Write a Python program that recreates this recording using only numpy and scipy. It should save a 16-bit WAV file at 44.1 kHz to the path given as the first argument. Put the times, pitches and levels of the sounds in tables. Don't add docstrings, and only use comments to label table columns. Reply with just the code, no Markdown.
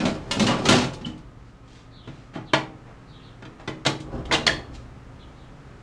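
import sys
import numpy as np
from scipy import signal
from scipy.fft import rfft, irfft, next_fast_len
from scipy.io import wavfile
from scipy.ndimage import uniform_filter1d

SR = 44100
rng = np.random.default_rng(int(sys.argv[2]) if len(sys.argv) > 2 else 0)


def pcm_store(signal):
    levels = np.round(np.clip(np.atleast_2d(signal), -1, 1) * 32767)
    wavfile.write(sys.argv[1], SR, levels.astype(np.int16).T)


N = 256662
T = np.arange(N) / SR
RING = T[:int(.5 * SR)]
BASS_HZ, TREBLE_HZ = 395, 2520

# f/Hz, relative level/dB, t60/s
PANEL_MODES = [(112.6, -19, 0.97), (219.2, 1, 0.21), (245, -1.5, 0.3), (309.6, -8.5, 0.63),
               (407, -18, 0.83), (672, -12, 0.22), (754, -17, 0.22), (860, -20.5, 1.3), (837, -27.5, 0.64),
               (980, -3.5, 0.24), (1367, -4.5, 0.29), (1435, -23.5, 0.67)]
# t/s, hold/s, scrape level/dB, brightness/dB, rumble level/dB
SHOVES = [(0, 0.03, -29.5, -5.5, -44), (0.407, 0.057, -27, -4, -38.5), (0.667, 0.037, -24.5, -7, -42),
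          (4.147, 0.021, -31.5, -19.5, -38), (4.372, 0.16, -34, -12, -45)]


def panel_clatter():
    # t/s, relative level/dB, bass/dB, treble/dB, rattle/s, f favoured by the contact point/Hz
    knocks = [(0.002, -26, 8, -4, 0.0041, 312), (0.053, -25, 11, 1.5, 0.043, 643),
              (0.311, -24.5, -6.5, 6.5, 0, 2810), (0.366, -36, 21.5, -11, 0.017, 190),
              (0.396, -23.5, 10.5, 6, 0.038, 211), (0.467, -24.5, -13, 5, 0, 2900),
              (0.480, -20, 3.5, -5.5, 0.097, 1150), (0.654, -24, 2, 4.5, 0.013, 1230),
              (0.687, -18, 8, 8, 0.0003, 1416), (0.708, -19, 6, -6.5, 0.0006, 790),
              (0.724, -19, 4.5, 3, .13, 246.8), (0.934, -47, 8, 10.5, 0.0075, 497),
              (1.012, -46, 17.5, 0, 0, 250), (1.057, -42, 17.5, 4, 0.041, 310),
              (1.177, -58.5, 18, 7.5, 0.0047, 262)]
    contacts = rattle(knocks, gap_s=.029, drop_db=15, chatter_s=.011, loose_s=.003)
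    return blows(contacts, PANEL_MODES, modes_db=-6, crack_db=-2.5, crack_t60=0.036,
                 favour_db=7.5, favour_octaves=0.076)


def rattle(rows, gap_s, drop_db, chatter_s, loose_s):
    contacts = []
    for s, db, bass_db, treble_db, length, hz in rows:
        span = max(length, 1e-3)
        rebound_s = chatter_s + loose_s * (length > 0)
        for lag in np.arange(0, span, gap_s):
            contacts.append((s + lag, db - drop_db * lag / span, bass_db, treble_db, rebound_s, hz))
    return contacts


def blows(contacts, modes, modes_db, crack_db, crack_t60, favour_db, favour_octaves, scatter_db=1.5):
    out = np.zeros(N)
    bands, decays = plate_bands()
    decays = decays * (1 + undb(crack_db) * fade(crack_t60))
    share = bands.std(axis=1) * np.linalg.norm(decays, axis=1)
    rings = np.array([mode_ring(hz, db, t60) / plate_colour(hz) for hz, db, t60 in modes])
    for s, db, bass_db, treble_db, rebound_s, favoured_hz in contacts:
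        start = rng.integers(0, bands.shape[1] - len(RING))
        octaves = chatter(bands[:, start:start + len(RING)] * decays, rebound_s)
        wash = (share / np.linalg.norm(octaves, axis=1)) @ octaves
        weights = undb(scatter_db * rng.standard_normal(len(modes))) * rng.choice([-1, 1], len(modes))
        attack = 1 - np.exp(-3 * RING / max(rebound_s, 1e-3))
        ring = undb(modes_db) * attack * (weights @ rings)
        near = lambda hz: np.exp(-(np.log2((hz + 1) / favoured_hz) / favour_octaves) ** 2)
        tone_db = lambda hz: bass_db * bass(hz) + treble_db * hardness(hz) + favour_db * near(hz)
        add(out, s, shape(wash + ring, lambda hz: plate_colour(hz) * undb(db + tone_db(hz))))
    return out


def plate_bands(count=9, lowest_hz=60):
    # f/Hz, t60/s
    ring_times = [(100, 0.56), (300, 0.46), (1000, 0.34), (3000, 0.28), (7000, 0.24), (13000, 0.3)]
    spectrum = rfft(rng.standard_normal(2 * SR))
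    hz = np.maximum(np.arange(len(spectrum)) / 2, 1)
    octave = np.clip(np.log2(hz / lowest_hz), 0, count - 1)
    bands = [irfft(spectrum * np.maximum(1 - abs(octave - k), 0)) for k in range(count)]
    decays = [fade(at(ring_times, lowest_hz * 2 ** k)) for k in range(count)]
    return np.array(bands), np.array(decays)


def plate_colour(hz):
    # f/Hz, relative level/dB
    body = [(50, -28), (90, -7), (135, 1), (300, -0.5), (700, 0), (1500, -4.5), (2400, -4.5), (4200, -7.5),
            (5000, -12), (7000, -16.5), (9600, -28.5), (11700, -52.5), (13000, -45), (15500, -62.5)]
    return undb(at(body, hz) + 9)


def mode_ring(hz, db, t60):
    return undb(db) * fade(t60) * np.sin(2 * np.pi * hz * RING)


def chatter(bands, length, count=6):
    bounce = np.arange(count)
    when = (bounce + rng.uniform(0, 1, count) * (bounce > 0)) / count
    sizes = 0.7 ** bounce * rng.choice([-1, 1], count)
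    out = np.zeros_like(bands)
    for lag, size in zip((when * length * SR).astype(int), sizes):
        out[:, lag:] += size * bands[:, :bands.shape[1] - lag]
    return out


def bass(hz):
    return 1 / (1 + (hz / BASS_HZ) ** 4)


def treble(hz):
    return 1 - 1 / (1 + (hz / TREBLE_HZ) ** 4)


def hardness(hz, sizzle_hz=8000, sizzle_share=0.67):
    return treble(hz) + sizzle_share * treble(hz * TREBLE_HZ / sizzle_hz)


def panel_scrape(bass_db=6, modes_db=-25, bite=1.35):
    response = shape(rng.standard_normal(len(RING)) * fade(0.13), plate_colour)
    response += undb(modes_db) * sum(mode_ring(*mode) for mode in PANEL_MODES)
    rub = unit(signal.fftconvolve(slips(per_s=500, spread_db=4), response)[:N])
    dull = shape(rub, lambda hz: undb(bass_db * bass(hz)) * (1 - treble(2.1 * hz)))
    bright = shape(rub, treble)
    out = np.zeros(N)
    for s, hold, db, bright_db, _ in SHOVES:
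        push = effort(s, hold, rise_db_s=161, fall_db_s=68)
        out += undb(db) * (push * dull + undb(bright_db) * push ** bite * bright)
    return out


def slips(per_s, spread_db):
    size = undb(spread_db * np.minimum(rng.exponential(size=N), 4))
    return (rng.random(N) < per_s / SR) * rng.choice([-1, 1], N) * size


def effort(s, hold, rise_db_s, fall_db_s):
    return undb(-rise_db_s * np.maximum(s - T, 0) - fall_db_s * np.maximum(T - s - hold, 0))


def screwdriver():
    # t/s, relative level/dB, bass/dB, treble/dB, rattle/s, f favoured by the contact point/Hz
    clicks = [(2.074, -44, 14.5, -6.5, 0.018, 133), (2.356, -35.5, 10, -13, .02, 820),
              (2.534, -13, -7, -6.5, 0, 665), (3.423, -42.5, 5, -7.5, 0.00062, 1460),
              (3.452, -42, 0, -6.5, 0, 3530), (3.676, -30, 7, -3.5, 0.0023, 1970),
              (3.851, -27, -3.5, 0, 0.00038, 1400), (3.863, -20.5, 4, 3.5, 0.00097, 650),
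              (4.002, -54, 24, 11, 0.0025, 7900), (4.254, -47, -5, 3, 0, 3170),
              (4.312, -19, -10, -9, 0.0025, 1990), (4.323, -22, -3.5, 3, 0.029, 3800),
              (4.466, -20.5, -5.5, 4.5, 0, 4800)]
    # f/Hz, relative level/dB, t60/s
    corner_modes = [(140.9, 1.5, 0.43), (210.7, -3.5, 0.21), (246, -10.5, 0.83), (314.6, 2, 0.54),
                    (358, -38, 0.15), (454, -8, 0.57), (520, -8.5, 0.11), (650, 4, 0.15),
                    (660, -4.5, 0.057), (785, -12.5, 0.61), (864, -3, 0.28), (978, -15, 0.31),
                    (1025, -7, 0.25), (1236, -18, 0.14), (1395, -18, 0.17), (1418, 1.5, 0.18),
                    (1710, -2, 0.18), (1956, -7.5, 0.31), (2180, -8.5, 0.19), (2751, -5.5, 0.087),
                    (3130, 5, 0.13), (3380, -8, 0.17), (3574, 11, 0.034), (4200, -13, .07)]
    contacts = rattle(clicks, gap_s=.0115, drop_db=7, chatter_s=.006, loose_s=.004)
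    return blows(contacts, corner_modes, modes_db=-7.5, crack_db=4.5, crack_t60=0.064,
                 favour_db=4.5, favour_octaves=.17)


def squeaks():
    # t/s, length/s, starting f/Hz, level/dB
    chirps = [(1.045, 0.015, 3104, -29.5), (3.862, 0.011, 4030, -23.5), (4.311, .004, 2100, -18),
              (4.348, 0.0095, 2895, -20), (4.465, 0.007, 4520, -15), (4.474, 0.01, 3405, -15),
              (4.478, 0.0037, 2026, -10.5), (4.491, 0.012, 1794, -18)]
    return glides(chirps, sag=0.066, waver=0.024 * walk(900))


def glides(rows, sag, waver):
    out = np.zeros(N)
    for s, length, start_hz, db in rows:
        n, i = int(length * SR), int(s * SR)
        hz = np.geomspace(start_hz, start_hz * (1 - sag), n) * (1 + waver[i:i + n])
        tone = np.sqrt(2) * np.sin(2 * np.pi * np.cumsum(hz) / SR)
        add(out, s, undb(db) * signal.windows.tukey(n, .8) * tone)
    return out


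def brushes():
    # t/s, length/s, relative level/dB, treble/dB
    strokes = [(1.3, 0.35, -75.5, 14), (1.603, 0.29, -56, 5.5), (1.947, 0.41, -54.5, -1.5),
               (2.326, .05, -38.5, -5.5), (2.83, 0.12, -45, -21.5), (3.579, 0.049, -38.5, -13),
               (4.723, 0.054, -55, 15)]
    out = np.zeros(N)
    grain = unit(shape(slips(per_s=1800, spread_db=3), plate_colour))
    for s, length, db, treble_db in strokes:
        n, i = int(length * SR), int(s * SR)
        stroke = grain[i:i + n] * np.hanning(n)
        add(out, s, shape(stroke, lambda hz: undb(db + treble_db * treble(hz))))
    return out


def cab(x, wet_db, t60):
    echoes = rng.standard_normal(len(RING)) * fade(t60) * (RING > .003)
    return x + undb(wet_db) * signal.fftconvolve(x, echoes / np.linalg.norm(echoes))[:N]


def handling_rumble():
    swells = [undb(db) * effort(s, hold, rise_db_s=118, fall_db_s=11.5) for s, hold, _, _, db in SHOVES]
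    # f/Hz, relative level/dB
    spectrum = [(15, -34), (35, -0.5), (65, -2), (120, -14.5), (300, -20.5), (1000, -69.5)]
    return np.max(swells, axis=0) * noise(spectrum)


def bird(start_hz=4650, trill_hz=115, trill_depth=0.11, twitter_db=3):
    # t/s, length/s, relative level/dB
    song = [(1.885, 0.22, -55), (2.45, 0.079, -56), (3.05, 0.22, -55.5), (3.20, 0.14, -58.5),
            (5.175, .09, -56), (5.33, 0.17, -62.5)]
    notes = [(s, length, start_hz, db) for s, length, db in song]
    trill = np.sin(2 * np.pi * np.cumsum(trill_hz * (1 + 0.13 * walk(62))) / SR)
    twitter = undb(twitter_db * walk(50))
    return twitter * glides(notes, sag=0.39, waver=trill_depth * trill + 0.055 * walk(70))


def machine_hum(drift=0.019, flutter_db=2):
    # f/Hz, relative level/dB
    partials = [(118.4, -48.5), (269.2, -55.5), (360.7, -66), (1066, -70), (1244, -64), (1303, -66)]
    drifting_time = np.cumsum(1 + drift * walk(13)) / SR
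    hum = sum(undb(db) * np.sin(2 * np.pi * hz * drifting_time) for hz, db in partials)
    return np.sqrt(2) * undb(flutter_db * walk(8.2)) * hum


def outdoor_air():
    # f/Hz, relative noise density/dB
    spectrum = [(12, -24.5), (22, -7), (47, -6), (85, -12.5), (125, -5.5), (180, -11), (240, -14),
                (600, -21.5), (1260, -25), (1700, -27.5), (4000, -40), (7300, -45.5), (10500, -57),
                (12000, -73), (15500, -66.5)]
    # t/s, level/dB
    swell = [(0, -38), (1.5, -50), (2.9, -46.5), (5.82, -45)]
    return noise(spectrum) * undb(np.interp(T, *np.transpose(swell)))


def undb(db):
    return np.exp(np.asarray(db) * (np.log(10) / 20))


def unit(x):
    return x / np.sqrt(np.mean(x ** 2))


def at(points, hz):
    f, value = np.transpose(points)
    return np.interp(np.log(np.maximum(hz, 1)), np.log(f), value)


def fade(t60):
    return np.exp(-np.log(1000) * RING / max(t60, 1e-3))


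def shape(x, gain):
    n = 2 * next_fast_len(len(x) // 2 + 2048)
    hz = np.arange(n // 2 + 1) * SR / n
    cepstrum = irfft(np.log(gain(hz) + 1e-6))
    cepstrum[1:n // 2] *= 2
    cepstrum[n // 2 + 1:] = 0
    return irfft(rfft(x, n) * np.exp(rfft(cepstrum)))[:len(x)]


def noise(points):
    return unit(shape(rng.standard_normal(N), lambda hz: undb(at(points, hz))))


def walk(rate):
    k = int(SR / rate)
    steps = np.repeat(rng.standard_normal(N // k + 1), k)
    return 0.86 * uniform_filter1d(steps, k)[:N]


def add(out, s, x):
    i = max(int(s * SR), 0)
    out[i:i + len(x)] += x[:len(out) - i]


def scene():
    hits = panel_clatter() + undb(-2) * screwdriver()
    squeaking = cab(squeaks(), wet_db=-8, t60=0.34)
    faint = cab(brushes() + undb(1) * bird(), wet_db=1, t60=0.33)
    shoving = panel_scrape() + handling_rumble()
    bed = outdoor_air() + undb(-3) * machine_hum()
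    return (hits + squeaking + undb(-3) * faint + shoving + bed)[None]


def record(dry, top_hz=15700):
    return signal.sosfilt(signal.ellip(8, .2, 70, top_hz, fs=SR, output="sos"), dry)


dry = scene()
out = record(dry)
pcm_store(out)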